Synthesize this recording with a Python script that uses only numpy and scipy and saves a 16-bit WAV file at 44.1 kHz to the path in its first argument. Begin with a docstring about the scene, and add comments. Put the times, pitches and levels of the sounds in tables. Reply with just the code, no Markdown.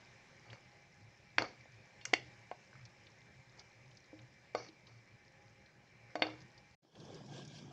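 """A wooden spatula knocks and drags on the wall of a metal pot of stew: blows ring the pot's modes as damped
sines with a contact noise and a short kitchen tail, and drags are rubbing noise through broadened modes.
The sauce spits in pings and puffs; burner hiss with narrow resonances, a fizz and a wavering, swelling low hum
lie beneath. Near the end the sound is cut briefly and fades back in on a harder boil of noise and bubble grains,
with faint, thin high flickers at the times of the late spits."""
import sys
import numpy as np
from scipy import signal
from scipy.fft import rfft, irfft, next_fast_len
from scipy.io import wavfile
from scipy.ndimage import uniform_filter1d, map_coordinates

SR = 44100
rng = np.random.default_rng(int(sys.argv[2]) if len(sys.argv) > 2 else 0)


def bounce(signal):
    """Save signal as a 16-bit WAV file at the path given by the first command-line argument."""
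    frames = np.transpose(np.atleast_2d(signal))
    limited = np.clip(frames, -1, 1)
    pcm = np.round(limited * 32767).astype(np.int16)
    wavfile.write(sys.argv[1], SR, pcm)


N = 340452

# Blows, as a spectral tilt that weights modes and contact noise: (time [s], level at centre [dB],
# centre [Hz], loss below [dB/octave], loss above [dB/octave], ringing freedom [factor on t60],
# second emphasis level [dB], second emphasis centre [Hz])
BLOW_EVENTS = [(0.5303, -56.5, 2250, 0.1, 11, 0.56, -53, 516),
               (1.3828, -22.5, 2290, 4.5, 16.8, 0.35, -33, 940),
               (1.4214, -33, 450, 6.7, 6.5, 0.31, -42, 4200), (1.438, -45, 800, 22, 22, 0.47, -55, 290),
               (1.6569, -56, 750, 15, 17, 0.33, -60, 290), (2.0124, -51, 2770, 49, 35, 1.8, -74, 5100),
               (2.053, -28.5, 2090, 22.4, 34, 0.36, -35.5, 6320),
               (2.1334, -33.5, 1280, 0.1, 9.9, 0.25, -19, 396),
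               (2.1363, -22, 2240, 17, 13.6, 0.4, -22, 767), (2.514, -33, 725, 31, 15.7, 0.61, -49.5, 2280),
               (2.73, -50.5, 1630, 26, 35, 0.74, -70, 2250), (2.7543, -54.5, 1420, 24, 21, 1.2, -68, 2250),
               (4.131, -41.5, 290, 0.1, 20, 1.1, -53, 520), (4.549, -30.5, 570, 17.6, 8.4, 0.93, -28, 1170),
               (4.691, -42, 288, 0.1, 31, 0.3, -65, 597), (6.155, -39, 1220, 0.1, 10.6, 0.94, -29.5, 645),
               (6.1947, -43.5, 700, 15, 17, 1.4, -68, 4500), (6.221, -31, 3760, 0.11, 45, 0.89, -24, 673),
               (6.2672, -32.5, 666, 56, 13, 0.48, -52, 4260),
               (6.8493, -70, 1316, 1.8, 12.6, 0.3, -55.5, 288)]
# Modes of pot wall and spatula blade: (frequency [Hz], relative level [dB], t60 at freedom 1 [s])
POT_MODES = [(295.8, -13, 0.15), (310.6, -6, 0.3), (420, -7.5, 0.042), (475, -11, 0.2), (520, 0.5, 0.08),
             (624, -1, 0.06), (697, -1, 0.056), (839, -10.5, 0.11), (877, -27, 0.021), (1096, -9.5, 0.12),
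             (1260, -8.5, 0.043), (1517, -10, 0.11), (1640, -13.5, 0.038), (2118, 7.5, 0.042),
             (2247, 10.5, 0.023), (2500, -2.5, 0.064), (2790, -13, 0.32), (3210, -5, 0.031),
             (3320, -10, 0.061), (3590, -13, 0.12), (3650, -0.5, 0.065), (4316, 2, 0.051),
             (4448, 12, 0.065), (4990, 9, 0.035), (5680, 5, 0.077), (6460, -6, 0.12), (7020, 5, 0.059)]
# Drags of the blade; a row whose end lies before its build-up is silent: (time of firmest contact [s],
# level [dB], build-up [s], fade [dB/s], high band relative to low [dB], time of end [s])
DRAG_EVENTS = [(0.546, -61.5, 0.27, 213, -10, 0.84), (1.39, -39.5, .004, 170, -11, 1.66),
               (2.059, -60, .004, 220, -2, 2.12), (2.149, -45.5, .004, 236.5, -6.5, 1.9),
               (3.59, -60.5, .03, 150, -5.5, 3.63), (4.576, -51.5, .02, 92.5, -4.5, 4.7),
               (4.875, -65.5, 0.0089, 78, -6, 5), (6.245, -44.5, 0.058, 156, -27, 6.43)]
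# Sauce spits: (time [s], nominal ping level [dB], frequency [Hz])
SPIT_EVENTS = [(0.5012, -50, 3170), (1.6087, -59.5, 4850), (2.8527, -49, 5060), (3.0677, -52.5, 3500),
               (3.5938, -45.5, 4900), (3.9125, -58.5, 3020), (3.9707, -52.5, 5150), (4.0416, -62, 4200),
               (4.1902, -52, 2970), (4.687, -51.5, 4040), (4.8685, -53, 3990), (5.66, -60, 4220),
               (6.2994, -48, 3400), (6.404, -56.5, 4970), (6.4164, -56.5, 4930), (6.5775, -53.5, 4720),
               (6.953, -55.5, 3310), (7.001, -53.5, 4660), (7.051, -55, 5200), (7.144, -50.5, 5440),
               (7.2614, -56, 5640), (7.3355, -54, 3360), (7.4502, -52, 5630), (7.4764, -51, 5800),
               (7.584, -53, 4100)]
# Simmer levels: (time [s], hiss level [dB], fizz level [dB])
SIMMER_LEVELS = [(0.0, -62, -68), (1.03, -66, -72), (2.33, -63, -68.5), (2.56, -64.5, -70),
                 (5.92, -67, -74), (6.26, -62.5, -69), (6.58, -65.5, -71.5), (6.75, -67.5, -72)]
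# Noise colours of burner hiss and of small bubbles: (frequency [Hz], relative level [dB])
HISS_SPECTRUM = [(88, -17), (150, 0), (260, -8.5), (382, -5), (444, -11), (516, -7.5), (769, -10.5),
                 (835, -10), (1390, -16.5), (2340, -9.5), (2880, -17), (4000, -27), (5200, -51),
                 (8800, -120)]
FIZZ_SPECTRUM = [(1760, -53.5), (3000, -7), (3290, -10), (3570, -4.5), (4200, 0), (4550, -6), (5040, 1.5),
                 (5950, -1.5), (7900, -8.5), (10300, 4.5), (17400, -120)]
# Resonances of the pot in the hiss: (frequency [Hz], full width at half amplitude [Hz], added gain [dB])
HISS_RIDGES = [(534, 6.1, 8), (821, 4.1, 15), (1560, 60, -2.5), (1776, 350, 0), (2084, 26, 5),
               (2040, 1.9, 3), (2331, 55, 5.5)]
# Noise colour of the low rumble in the hum: (frequency [Hz], relative level [dB])
HUM_SPECTRUM = [(15, -60), (25, -35.5), (48, -9.5), (80, -3), (98, -4), (119, 6), (161, -7.5), (202, -5),
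                (260, -32), (340, -77), (570, -120)]
# Swells of the hum: (time of peak [s], peak tone level [dB], full width at 1/e [s])
HUM_SWELLS = [(0.123, -67, 0.18), (0.52, -58, 0.077), (0.675, -68, 0.15), (1.055, -59, .1),
              (1.403, -55, 0.086), (1.773, -60, 0.094), (2.1, -70, 0.055), (2.275, -61, 0.33),
              (2.803, -59, 0.13), (3.293, -69.5, .5), (3.84, -65, 0.19), (4.214, -59.5, 0.13),
              (4.59, -60, 0.089), (4.948, -62.5, 0.14), (5.138, -63, 0.049), (5.517, -63.5, 0.068),
              (6.011, -68, .2), (6.23, -58.5, 0.12), (6.378, -62.5, 0.2), (6.588, -62, 0.052)]
# Hard boil levels: (time [s], rumble level [dB], bubble level [dB], sizzle level [dB])
BOIL_LEVELS = [(6.82, -75.5, -76.5, -77), (6.9, -77.5, -76, -78.5), (6.98, -54, -62.5, -65.5),
               (7.16, -53.5, -56, -61.5), (7.25, -55, -62, -67.5), (7.38, -54.5, -55.5, -55),
               (7.47, -55.5, -63.5, -65), (7.56, -59.5, -65.5, -57), (7.67, -49.5, -61.5, -66.5),
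               (7.72, -59, -60, -65.5)]
# Noise colours of the hard boil, low to high: (frequency [Hz], relative level [dB])
RUMBLE_SPECTRUM = [(18, -60), (30, -34), (80, -15), (105, -2), (140, 5), (174, -2.5), (400, -12.5),
                   (520, -64), (880, -120)]
BURBLE_SPECTRUM = [(180, -19.5), (300, -14), (742, -11.5), (809, -10.5), (1380, -20), (1590, -18),
                   (2000, -23.5), (2600, -88), (4400, -120)]
SIZZLE_SPECTRUM = [(820, -42), (1400, -28.5), (1620, -3), (1780, -16), (1860, -26), (2040, -17), (2210, -8),
                   (2770, -13.5), (3310, -4.5), (3940, -14), (5500, -8.5), (7900, -18.5), (10300, -7),
                   (17400, -120)]
# Decay of the room: (frequency [Hz], t60 [s])
KITCHEN_DECAY = [(200, 0.54), (1000, 0.16), (4000, 0.31), (9000, 0.22)]
# Treble roll-off of the microphone: (frequency [Hz], gain [dB])
MIC_RESPONSE = [(5500, 0), (7750, -4), (8050, -15), (9500, -26), (15000, -38)]
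# Noise colour of the self-noise: (frequency [Hz], relative level [dB])
SELF_NOISE_SPECTRUM = [(6500, -12), (8300, 7), (9500, 3), (10500, 0), (13500, -1.5), (15000, 1.5)]

SELF_NOISE_DB, TOP_HZ = -97, 15750
CUT_START_S, CUT_END_S = 6.757, 6.82
FLICKER_HZ, FLICKER_UNDER_SPIT_DB = 9130, 13.5  # mean frequency; level below the spit's table level
SECOND_LOSS_DB_PER_OCTAVE = 33.5  # on both sides of a blow's second emphasis
DRAG_END_S = 0.011  # ramp at the end of a drag
PUSH, GRIT = 4.8, 0.97  # contact: one impulse of the blade and the noise around it


def amp(db):
    """Logarithmic level: amplitude gain of a level in dB."""
    return 10 ** (np.asarray(db) / 20)


def unit(x):
    """Mean-square normalisation: x at rms 1."""
    return x / np.sqrt(np.mean(x ** 2) + 1e-20)


def along(points, hz):
    """Logarithmic frequency scale: (frequency, value) points interpolated on it."""
    f, v = np.transpose(points)
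    return np.interp(np.log(hz + 1), np.log(f + 1), v)


def curves(rows, outside=-140):
    """Piecewise-linear levels in dB: one curve per column, practically silent outside the table."""
    s, *columns = np.transpose(rows)
    return [np.interp(np.arange(N) / SR, s, c, outside, outside) for c in columns]


def filtered(x, response):
    """Linear filtering: the spectrum of x times a response of frequency."""
    m = next_fast_len(len(x) + 8192)
    return irfft(rfft(x, m) * response(np.fft.rfftfreq(m, 1 / SR)), m)[:len(x)]


def patchy(depth_db):
    """Modulated noise: white noise with time-frequency patches of random gain."""
    z = signal.stft(rng.standard_normal(N + 512), nperseg=512)[2]
    field = rng.standard_normal(z.shape)
    field = uniform_filter1d(field, size=6, axis=0)
    field = uniform_filter1d(field, size=10, axis=1)
    return signal.istft(z * amp(depth_db * unit(field)), nperseg=512)[1][:N]


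def shaped(x, spectrum):
    """Spectral colouring: x weighted by a spectrum, rms 1."""
    return unit(filtered(x, lambda hz: amp(along(spectrum, hz))))


def grains(count, hz, spread, cycles, size_db):
    """Bubble oscillation: random damped sines whose pitch rises as if nearing the surface; rms 1."""
    when, pitch, size = rng.random(count), rng.standard_normal(count), rng.standard_normal(count)
    f = (hz * np.exp(spread * pitch))[:, None]
    u = f * np.arange(int(3 * cycles * SR / hz)) / SR / cycles  # age in units of `cycles` periods
    envelope = amp(size_db * size)[:, None] * u * np.exp(-3 * u)
    wave = envelope * np.sin(2 * np.pi * cycles * u * (1 + 0.2 * u / cycles))
    wave *= f < SR / 3
    at = (when * N).astype(int)[:, None] + np.arange(u.shape[1])
    return unit(np.bincount(at.ravel(), wave.ravel(), N)[:N])


def add_at(out, s, sound):
    """Superposition: adds a sound to out from time s."""
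    out[round(s * SR):][:len(sound)] += sound


def hum():
    """Frequency and amplitude modulation: a wavering low tone swells unevenly over a steady rumble."""
    t = np.arange(N) / SR
    # random points 12 times a second, joined smoothly
    waver = map_coordinates(rng.standard_normal(N * 12 // SR + 4), [np.arange(N) * 12 / SR])
    tone = np.sqrt(2) * np.sin(2 * np.pi * np.cumsum(119 + 7 * waver) / SR)
    rumble = shaped(rng.standard_normal(N), HUM_SPECTRUM)
    swell = sum(amp(db) * np.exp(-(2 * (t - s) / length) ** 2) for s, db, length in HUM_SWELLS)
    steady = amp(-70.5) * shaped(patchy(depth_db=2.5), HUM_SPECTRUM)
    return (swell * (tone + .5 * rumble) + steady) * (t < CUT_END_S)


def simmer():
    """Resonance of flow noise: burner hiss with narrow ridges, and a fizz of small bubbles above it."""
    hiss_db, fizz_db = curves(SIMMER_LEVELS)
    ridges = lambda f: 1 + sum(amp(db) / (1 + ((f - c) / w * 2) ** 2) for c, w, db in HISS_RIDGES)
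    hiss = unit(filtered(shaped(patchy(depth_db=1.5), HISS_SPECTRUM), ridges))
    crackle = grains(count=350, hz=6200, spread=.25, cycles=4, size_db=3)
    fizz = shaped(unit(patchy(depth_db=1.5)) + .2 * crackle, FIZZ_SPECTRUM)
    return amp(hiss_db) * hiss + amp(fizz_db) * fizz


def boil():
    """Superposed bubble oscillations: a rolling boil of rumble, dense burble and sizzle."""
    rumble_db, bubbles_db, sizzle_db = curves(BOIL_LEVELS)
    large_bubbles = grains(count=2000, hz=550, spread=.45, cycles=6, size_db=3)
    small_bubbles = grains(count=3000, hz=4500, spread=.4, cycles=20, size_db=3)
    rumble = shaped(patchy(depth_db=-1.5), RUMBLE_SPECTRUM)
    burble = shaped(unit(patchy(depth_db=1.5)) + .4 * large_bubbles, BURBLE_SPECTRUM)
    sizzle = shaped(unit(patchy(depth_db=2.1)) + .25 * small_bubbles, SIZZLE_SPECTRUM)
    return amp(rumble_db) * rumble + amp(bubbles_db) * burble + amp(sizzle_db) * sizzle


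def high_flickers():
    """Damped oscillation: faint, thin high flickers at the times of the late spits."""
    out, t = np.zeros(N + SR), np.arange(SR // 20) / SR
    envelope = amp(-60 * t / .009) * (1 - np.exp(-t / .0005))
    for s, db, _ in SPIT_EVENTS:
        hz = FLICKER_HZ * (1 + .02 * rng.standard_normal())
        if s > CUT_END_S:
            add_at(out, s, amp(db - FLICKER_UNDER_SPIT_DB) * envelope * np.sin(2 * np.pi * hz * t))
    return out[:N]


def spits():
    """Impulsive excitation: each spit is a rapidly damped ping with a longer puff of band noise."""
    out, t = np.zeros(N + SR), np.arange(SR // 20) / SR
    onset = 1 - np.exp(-t / 0.00074)
    for s, db, hz in SPIT_EVENTS:
        puff = filtered(rng.standard_normal(len(t)), lambda f: 1 / (1 + ((f - hz) / 1500) ** 4))
        puff = 0.62 * unit(puff) * amp(-60 * t / 0.045)
        ping = np.sin(2 * np.pi * hz * t) * amp(-60 * t / 0.017)
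        add_at(out, s, amp(db) * (ping + puff) * onset)
    return out[:N]


def wall_response(f):
    """Modal response: a direct path plus the pot's modes, broadened by the blade that damps them."""
    width = 1j * f * 120  # damping broadens every mode to 120 Hz
    modes = sum((-1) ** k * amp(db) * width / (c * c - f * f + width)
                for k, (c, db, _) in enumerate(POT_MODES))
    return 0.83 + modes


def drag():
    """Friction excitation: rubbing noise, part of it through the damped pot modes, in two bands."""
    scrapes = grains(count=6000, hz=4060, spread=0.53, cycles=1.0, size_db=2.0)
    rub = filtered(patchy(depth_db=-2.0) + 0.63 * scrapes, wall_response)
    low = unit(filtered(rub, lambda f: 1 / (1 + (f / 1600) ** 3)))
    high = unit(rub) + 1.6 * patchy(depth_db=2.1)
    high = unit(filtered(high, lambda f: 1 / (1 + ((f - 5300) / 1150) ** 6)))
    out, t = np.zeros(N), np.arange(N) / SR
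    for s, db, rise, fade_db, bright_db, end in DRAG_EVENTS:
        fade = amp(db - fade_db * np.maximum(t - s, 0))
        contact = np.clip(np.minimum(1 + (t - s) / rise, (end - t) / DRAG_END_S), 0, 1) ** 2
        out += fade * contact * (low + amp(bright_db) * high)
    return out


def kitchen(x):
    """Diffuse reverberation: a fresh noise tail, delayed 250 samples; each frequency dies at its own speed."""
    hz, t, z = signal.stft(rng.standard_normal(SR // 2), SR, nperseg=256)
    decay = amp(-60 * t / along(KITCHEN_DECAY, hz)[:, None])
    tail = signal.istft(z * decay, SR, nperseg=256)[1]
    return signal.fftconvolve(np.pad(x, (250, 0)), tail / np.linalg.norm(tail))


def contact_noise(t, tilt):
    """Impact force: a single push within decaying noise, coloured by the tilt of the blow."""
    crack = np.pad(GRIT * amp(-60 * t / .013) * rng.standard_normal(len(t)), (64, 0))
    crack[64 + 36] += PUSH  # 36 samples after the noise begins
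    return filtered(crack, lambda f: amp(tilt(f)))[64:]


def blows():
    """Modal excitation: each blow rings the same modes; where and how hard it lands sets their balance."""
    out, t = np.zeros(N + SR), np.arange(SR // 4) / SR
    hz, level, t60 = np.transpose(POT_MODES)[:, :, None]
    octaves = lambda f, c: np.log2(np.clip(f, 290, 9000) / c)
    for s, db, centre_hz, below_db, above_db, free, second_db, second_hz in BLOW_EVENTS:
        def tilt(f):
            """Spectral envelope: the stronger of a broad and a narrow peak, in dB."""
            slope = np.where(f < centre_hz, below_db, -above_db)
            broad = db + slope * octaves(f, centre_hz)
            narrow = second_db - SECOND_LOSS_DB_PER_OCTAVE * abs(octaves(f, second_hz))
            return np.maximum(broad, narrow)

        # small random changes of level, frequency and phase in each mode
        luck = rng.uniform(-1, 1, (3, len(POT_MODES), 1))
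        phase = 2 * np.pi * hz * (1 + .008 * luck[1]) * t + .6 * luck[2]
        decay_db = 60 * t / (t60 * np.clip(free, .2, 3))
        ring = amp(level + tilt(hz) + 2 * luck[0] - decay_db) * np.sin(phase)
        hit = ring.sum(axis=0) + amp(21) * contact_noise(t, tilt)
        hit *= 1 - np.exp(-t / 0.0007)
        add_at(out, s, hit)
        add_at(out, s, amp(-15) * kitchen(hit))
    return out[:N]


def scene():
    """Superposition: contacts lose deep bass; all but the high flickers pass the microphone's roll-off."""
    contacts = filtered(blows() + drag() + spits(), lambda f: f ** 4 / (f ** 4 + 190 ** 4))
    body = contacts + simmer() + hum() + boil()
    return (filtered(body, lambda f: amp(along(MIC_RESPONSE, f))) + high_flickers())[None]


def record(dry):
    """Noise floor and band limit: self-noise is added, then a short cut to silence and a sharp low-pass."""
    t = np.arange(N) / SR
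    x = dry[0] + amp(SELF_NOISE_DB) * shaped(rng.standard_normal(N), SELF_NOISE_SPECTRUM)
    # 3 ms fade-out before the cut, 14 ms fade-in after it
    gate = np.clip(np.maximum((CUT_START_S - t) / .003, (t - CUT_END_S) / 0.014), 0, 1)
    return filtered(x * gate, lambda hz: hz < TOP_HZ)[None]


dry = scene()
out = record(dry)
bounce(out)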